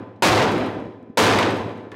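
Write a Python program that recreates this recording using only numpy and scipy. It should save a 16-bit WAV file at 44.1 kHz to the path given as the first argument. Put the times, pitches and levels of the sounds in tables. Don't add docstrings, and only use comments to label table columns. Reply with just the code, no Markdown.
import sys
import numpy as np
from scipy import signal
from scipy.io import wavfile

SR = 44100
rng = np.random.default_rng(int(sys.argv[2]) if len(sys.argv) > 2 else 0)


def volts_from_decibels(level):
    exponent = np.asarray(level, float) / 20
    return 10 ** exponent


def transcribe(u):
    v = np.clip(np.atleast_2d(u).T, -1, 1)
    q = np.round(v * 32767).astype(np.int16)
    wavfile.write(sys.argv[1], SR, q)


N = 85995
LEAD = int(0.8 * SR)
M = N + LEAD


def at_hz(points, hz):
    table_hz, value = np.transpose(points)
    return np.interp(np.log(hz), np.log(table_hz), value)


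def clicks(s, size):
    out = np.full(M, 1e-18)
    np.add.at(out, (np.asarray(s) * SR).astype(int) + LEAD, size)
    return out


def fade(x, t60):
    return signal.lfilter([1], [1, -volts_from_decibels(-60 / (t60 * SR))], x)


def swell(x, s):
    r = np.exp(-1 / (s * SR))
    return signal.lfilter([1 - r], [1, -r], x)


def soft(x):
    contact_s = 0.0004
    return swell(swell(swell(x, contact_s), contact_s / 2), contact_s / 2)


def ring(x, hz, t60):
    r, w = volts_from_decibels(-60 / (t60 * SR)), 2 * np.pi * hz / SR
    return signal.lfilter([0, np.sin(w)], [1, -2 * r * np.cos(w), r * r], x)


def drift(rate):
    knots = rng.standard_normal(400)
    return np.interp(np.arange(M) / SR * rate, np.arange(len(knots)), knots)


def noise_bands():
    edges = 40 * 2 ** np.arange(0, 8.8, 1 / 3)
    white = rng.standard_normal((2, M))
    out = []
    for k, (lo, hi) in enumerate(zip(edges, edges[1:])):
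        band = signal.butter(2, [lo, hi], "band", fs=SR, output="sos")
        out.append((np.sqrt(lo * hi), signal.sosfilt(band, white[k % 2])))
    return out


def near(hz, centre_hz, width_oct):
    return np.exp(-(np.log2(hz / centre_hz) / width_oct) ** 2)


# hz, level_db (per Hz)
FLOOR = [(40, -11), (140, -3.5), (250, 10), (600, -12), (1800, -35.5), (2800, -40.5), (15000, -74.5)]


def workshop_floor(noises):
    floor = sum(noise * volts_from_decibels(at_hz(FLOOR, hz)) for hz, noise in noises)
    return volts_from_decibels(-48.5) * floor / floor.std()


# start_s, level_db
BLOWS = [
    (-.72, 4.5),
    (.2225, -2),
    (1.1727, -2),
]


def hammer_blows(level_db, scatter_db=0):
    s, db = np.transpose(BLOWS)
    return clicks(s, volts_from_decibels(db + level_db + rng.normal(0, scatter_db, len(s))))


# hz, level_db (per Hz)
CRASH = [(50, -7), (120, -2), (300, 1), (800, -3), (2000, -10), (4500, -17.5), (9000, -31), (16000, -33.5)]
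# hz, t60_s
CRASH_T60 = [(60, 0.66), (250, 1), (800, 0.88), (2500, 0.78), (6000, 0.59), (15000, 0.5)]


def crash(noises):
    thump_s, thump_db, thump_hz = np.transpose(THUMPS)
    shared = drift(37.4)
    out = 0
    for hz, noise in noises:
        blow = fade(hammer_blows(18 + at_hz(CRASH, hz)), at_hz(CRASH_T60, hz))
        blow = swell(blow, 1 / hz)
        thump = fade(clicks(thump_s, volts_from_decibels(thump_db - 6) * near(hz, thump_hz, 1.0)), 0.55)
        patch = volts_from_decibels(-0.5 * (2.4 * shared + drift(25) + 1.2 * drift(9)))
        out = out + noise * patch * np.hypot(blow, thump)
    return out


# pitch_hz, level_db, t60_s
SHEET = [(297.3, -3, 1.08), (394.6, -4, 1.07), (511.6, -1.5, 1.1), (757.4, -4, 0.89), (892, -2, 0.99),
         (1011, -5.5, 1.2), (1077, -7, 0.76), (1320, -24, 0.46), (1560, -27.5, 0.66), (1586, -14, 0.8),
         (2110, -11.5, 0.65), (2530, -8, 0.28), (2830, -18.5, .58)]


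def sheet():
    return sum(ring(-hammer_blows(db - 10, 0.84), hz, t60) for hz, db, t60 in SHEET)


# pitch_hz, level_db, t60_s
FRAME = [(1750, -36, 1.6), (2350, -35, 1.3), (3408, -24, .9), (3881, -24, .8), (5288, -26, .5)]


def frame():
    s = np.transpose(BLOWS)[0]
    return sum(ring(clicks(s, volts_from_decibels(db + rng.normal(0, 2, len(s)))), hz, t60) for hz, db, t60 in FRAME)


# pitch_hz, level_db, t60_s
BOOM = [(102.75, -18, 1.21), (110.9, -9, 1.41), (96.1, -7.5, 1.14)]


def boom():
    boom = sum(ring(hammer_blows(db), hz, t60) for hz, db, t60 in BOOM)
    held_back = fade(clicks(np.transpose(BLOWS)[0], 1.), 0.07).clip(0, 1)
    return boom * (1 - held_back)


# start_s, level_db, pitch_hz
THUMPS = [(.005, -23, 370), (0.029, -41.5, 300), (.073, -41, 273), (.167, -33.5, 300), (.428, -4, 480),
          (.446, -8, 420), (.463, -8, 250), (.516, -7, 330), (.541, -7, 380), (.56, -9, 330),
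          (.572, -8, 320), (.592, -11, 300), (.684, -17, 330), (.768, -16, 330), (.783, -21, 300),
          (.823, -20, 280), (.855, -17, 280), (.87, -24, 210), (1.029, -27, 293), (1.098, -28, 252),
          (1.41, -4, 700), (1.468, -8, 480), (1.483, -6, 480), (1.535, -6, 330), (1.66, -17, 220),
          (1.68, -18, 350), (1.745, -49, 300), (1.869, -27.5, 296), (1.924, -24, 430)]


def thumps():
    out = 0
    for s, db, hz in THUMPS:
        t60 = 7 / hz
        knock = ring(clicks(s, 1.), hz, t60)
        overtone = 0.29 * ring(clicks(s, 0.84), 1.77 * hz, t60)
        out = out + volts_from_decibels(db + 5) * (knock + overtone)
    return soft(out)


def chatter():
    rock = fade(hammer_blows(-9), 1.1)
    born = rng.random(M) < 80 / SR
    taps = -rock * volts_from_decibels(6.3 * rng.standard_normal(M)) * born
    dealt = rng.integers(0, 4, M)
    return soft(sum(ring(taps * (dealt == k) + 1e-18, hz, 3.3 / hz)
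                    for k, hz in enumerate([232, 300, 378, 530])))


def rattle():
    shake = fade(hammer_blows(-9), 0.28) * volts_from_decibels(4 * drift(20))
    sizes = volts_from_decibels(3.5 * np.minimum(rng.exponential(1, M), 4)) * rng.choice([-1, 1], M)
    born = rng.random(M) < 130 / SR
    contacts = shake * sizes * born
    pitches, dealt = np.geomspace(450, 6000, 14), rng.integers(0, 14, M)
    return sum(ring(contacts * (dealt == k) + 1e-18, hz, 19 / hz) * (200 / hz) ** 0.34
               for k, hz in enumerate(pitches))


# start_s, level_db, pitch_hz
CLACKS = [(.161, -61, 4000), (.29, -30, 2960), (0.322, -18, 2950), (0.374, -33, 3020), (0.425, -23, 5160),
          (0.516, -33, 8700), (.558, -23, 2320), (.578, -24, 1760), (0.581, -43, 9000), (.662, -47, 9500),
          (.665, -35, 1920), (.8, -58, 5900), (1.289, -38, 5200), (1.373, -45, 8200), (1.387, -22, 5800),
          (1.3875, -37, 12100), (1.388, -6.5, 1956), (1.394, -54, 8000), (1.428, -12.5, 2620),
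          (1.445, -38, 2540), (1.483, -49, 5070), (1.506, -35.5, 7300), (1.568, -47, 11400),
          (1.69, -61, 9000), (1.775, -61, 8000), (1.9167, -40.5, 3530), (1.9168, -54, 9900),
          (1.919, -32.5, 1750), (1.93, -35, 1103), (1.943, -39, 1770)]


def clack_noise(noises):
    s, db, clack_hz = np.transpose(CLACKS)
    out = 0
    for hz, noise in noises:
        hits = clicks(s, volts_from_decibels(db - 1) * near(hz, clack_hz, 0.9))
        burst = fade(hits, 0.03)
        tail = volts_from_decibels(-17) * fade(hits, 0.53)
        out = out + noise * (burst + tail)
    return out


def clack_rings():
    out = 0
    for s, db, hz in CLACKS:
        a, b = rng.uniform(-0.97, 1, 2)
        for half_octaves, size in ((0, 1), (a, .4), (b, .4)):
            out = out + volts_from_decibels(db - 3) * size * ring(clicks(s, 1.), hz * 2 ** (.5 * half_octaves), 80 / hz)
    return out


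# pitch_hz, level_db, t60_s
BANG = [(572, 8, 0.042), (700, 6.5, 0.027), (933, 9, 0.057)]


def bang():
    return sum(ring(swell(-hammer_blows(db), 0.00012), hz, t60) for hz, db, t60 in BANG)


# start_s, end_s, level_db, pitch_hz
HEAVES = [
    (0.269, 0.394, -10, 108.6),
    (1.211, 1.335, -6, 106.7),
]


def heaves():
    t = (np.arange(M) - LEAD) / SR
    edge_s = 0.0051
    out = 0
    for start, end, db, hz in HEAVES:
        free = swell(swell(1. * (t > start) * (t < end), edge_s), edge_s)
        out = out + volts_from_decibels(db) * np.sin(2 * np.pi * hz * t) * free
    return out


# start_s, level_db, pitch_hz
JOLTS = [(.297, 8.5, 60.3), (0.421, -14, 100), (0.468, -4, 108), (0.549, -26, 88), (0.601, -9, 90),
         (.72, -24, 80.4), (.78, -24, 90), (1.331, 0.5, 65), (1.419, -16, 108), (1.599, -10, 104),
         (1.65, -11, 110.5)]


def jolts():
    return sum(volts_from_decibels(db) * ring(swell(clicks(s, 0.7), 0.0027), hz, 5.4 / hz) for s, db, hz in JOLTS)


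def scene():
    noises = noise_bands()
    metal = crash(noises) + sheet() + frame() + bang()
    table = boom() + heaves() + jolts()
    fender = thumps() + chatter()
    tools = rattle() + clack_noise(noises) + clack_rings()
    return (workshop_floor(noises) + metal + table + fender + tools)[None, LEAD:]


def band_limit(x):
    return signal.sosfilt(signal.butter(12, 16850, fs=SR, output="sos"), x)


def record(dry):
    overload, knee = 0.23, 3.0
    flat = dry / (1 + np.abs(dry / overload) ** knee) ** (1 / knee)
    cuts = np.vstack([signal.butter(1, 188, "high", fs=SR, output="sos"),
                      signal.butter(4, 59, "high", fs=SR, output="sos"),
                      signal.butter(1, 9000, fs=SR, output="sos"),
                      signal.cheby2(12, 45, 16400, fs=SR, output="sos")])
    return band_limit(signal.sosfilt(cuts, flat))


dry = scene()
out = record(dry)
transcribe(out)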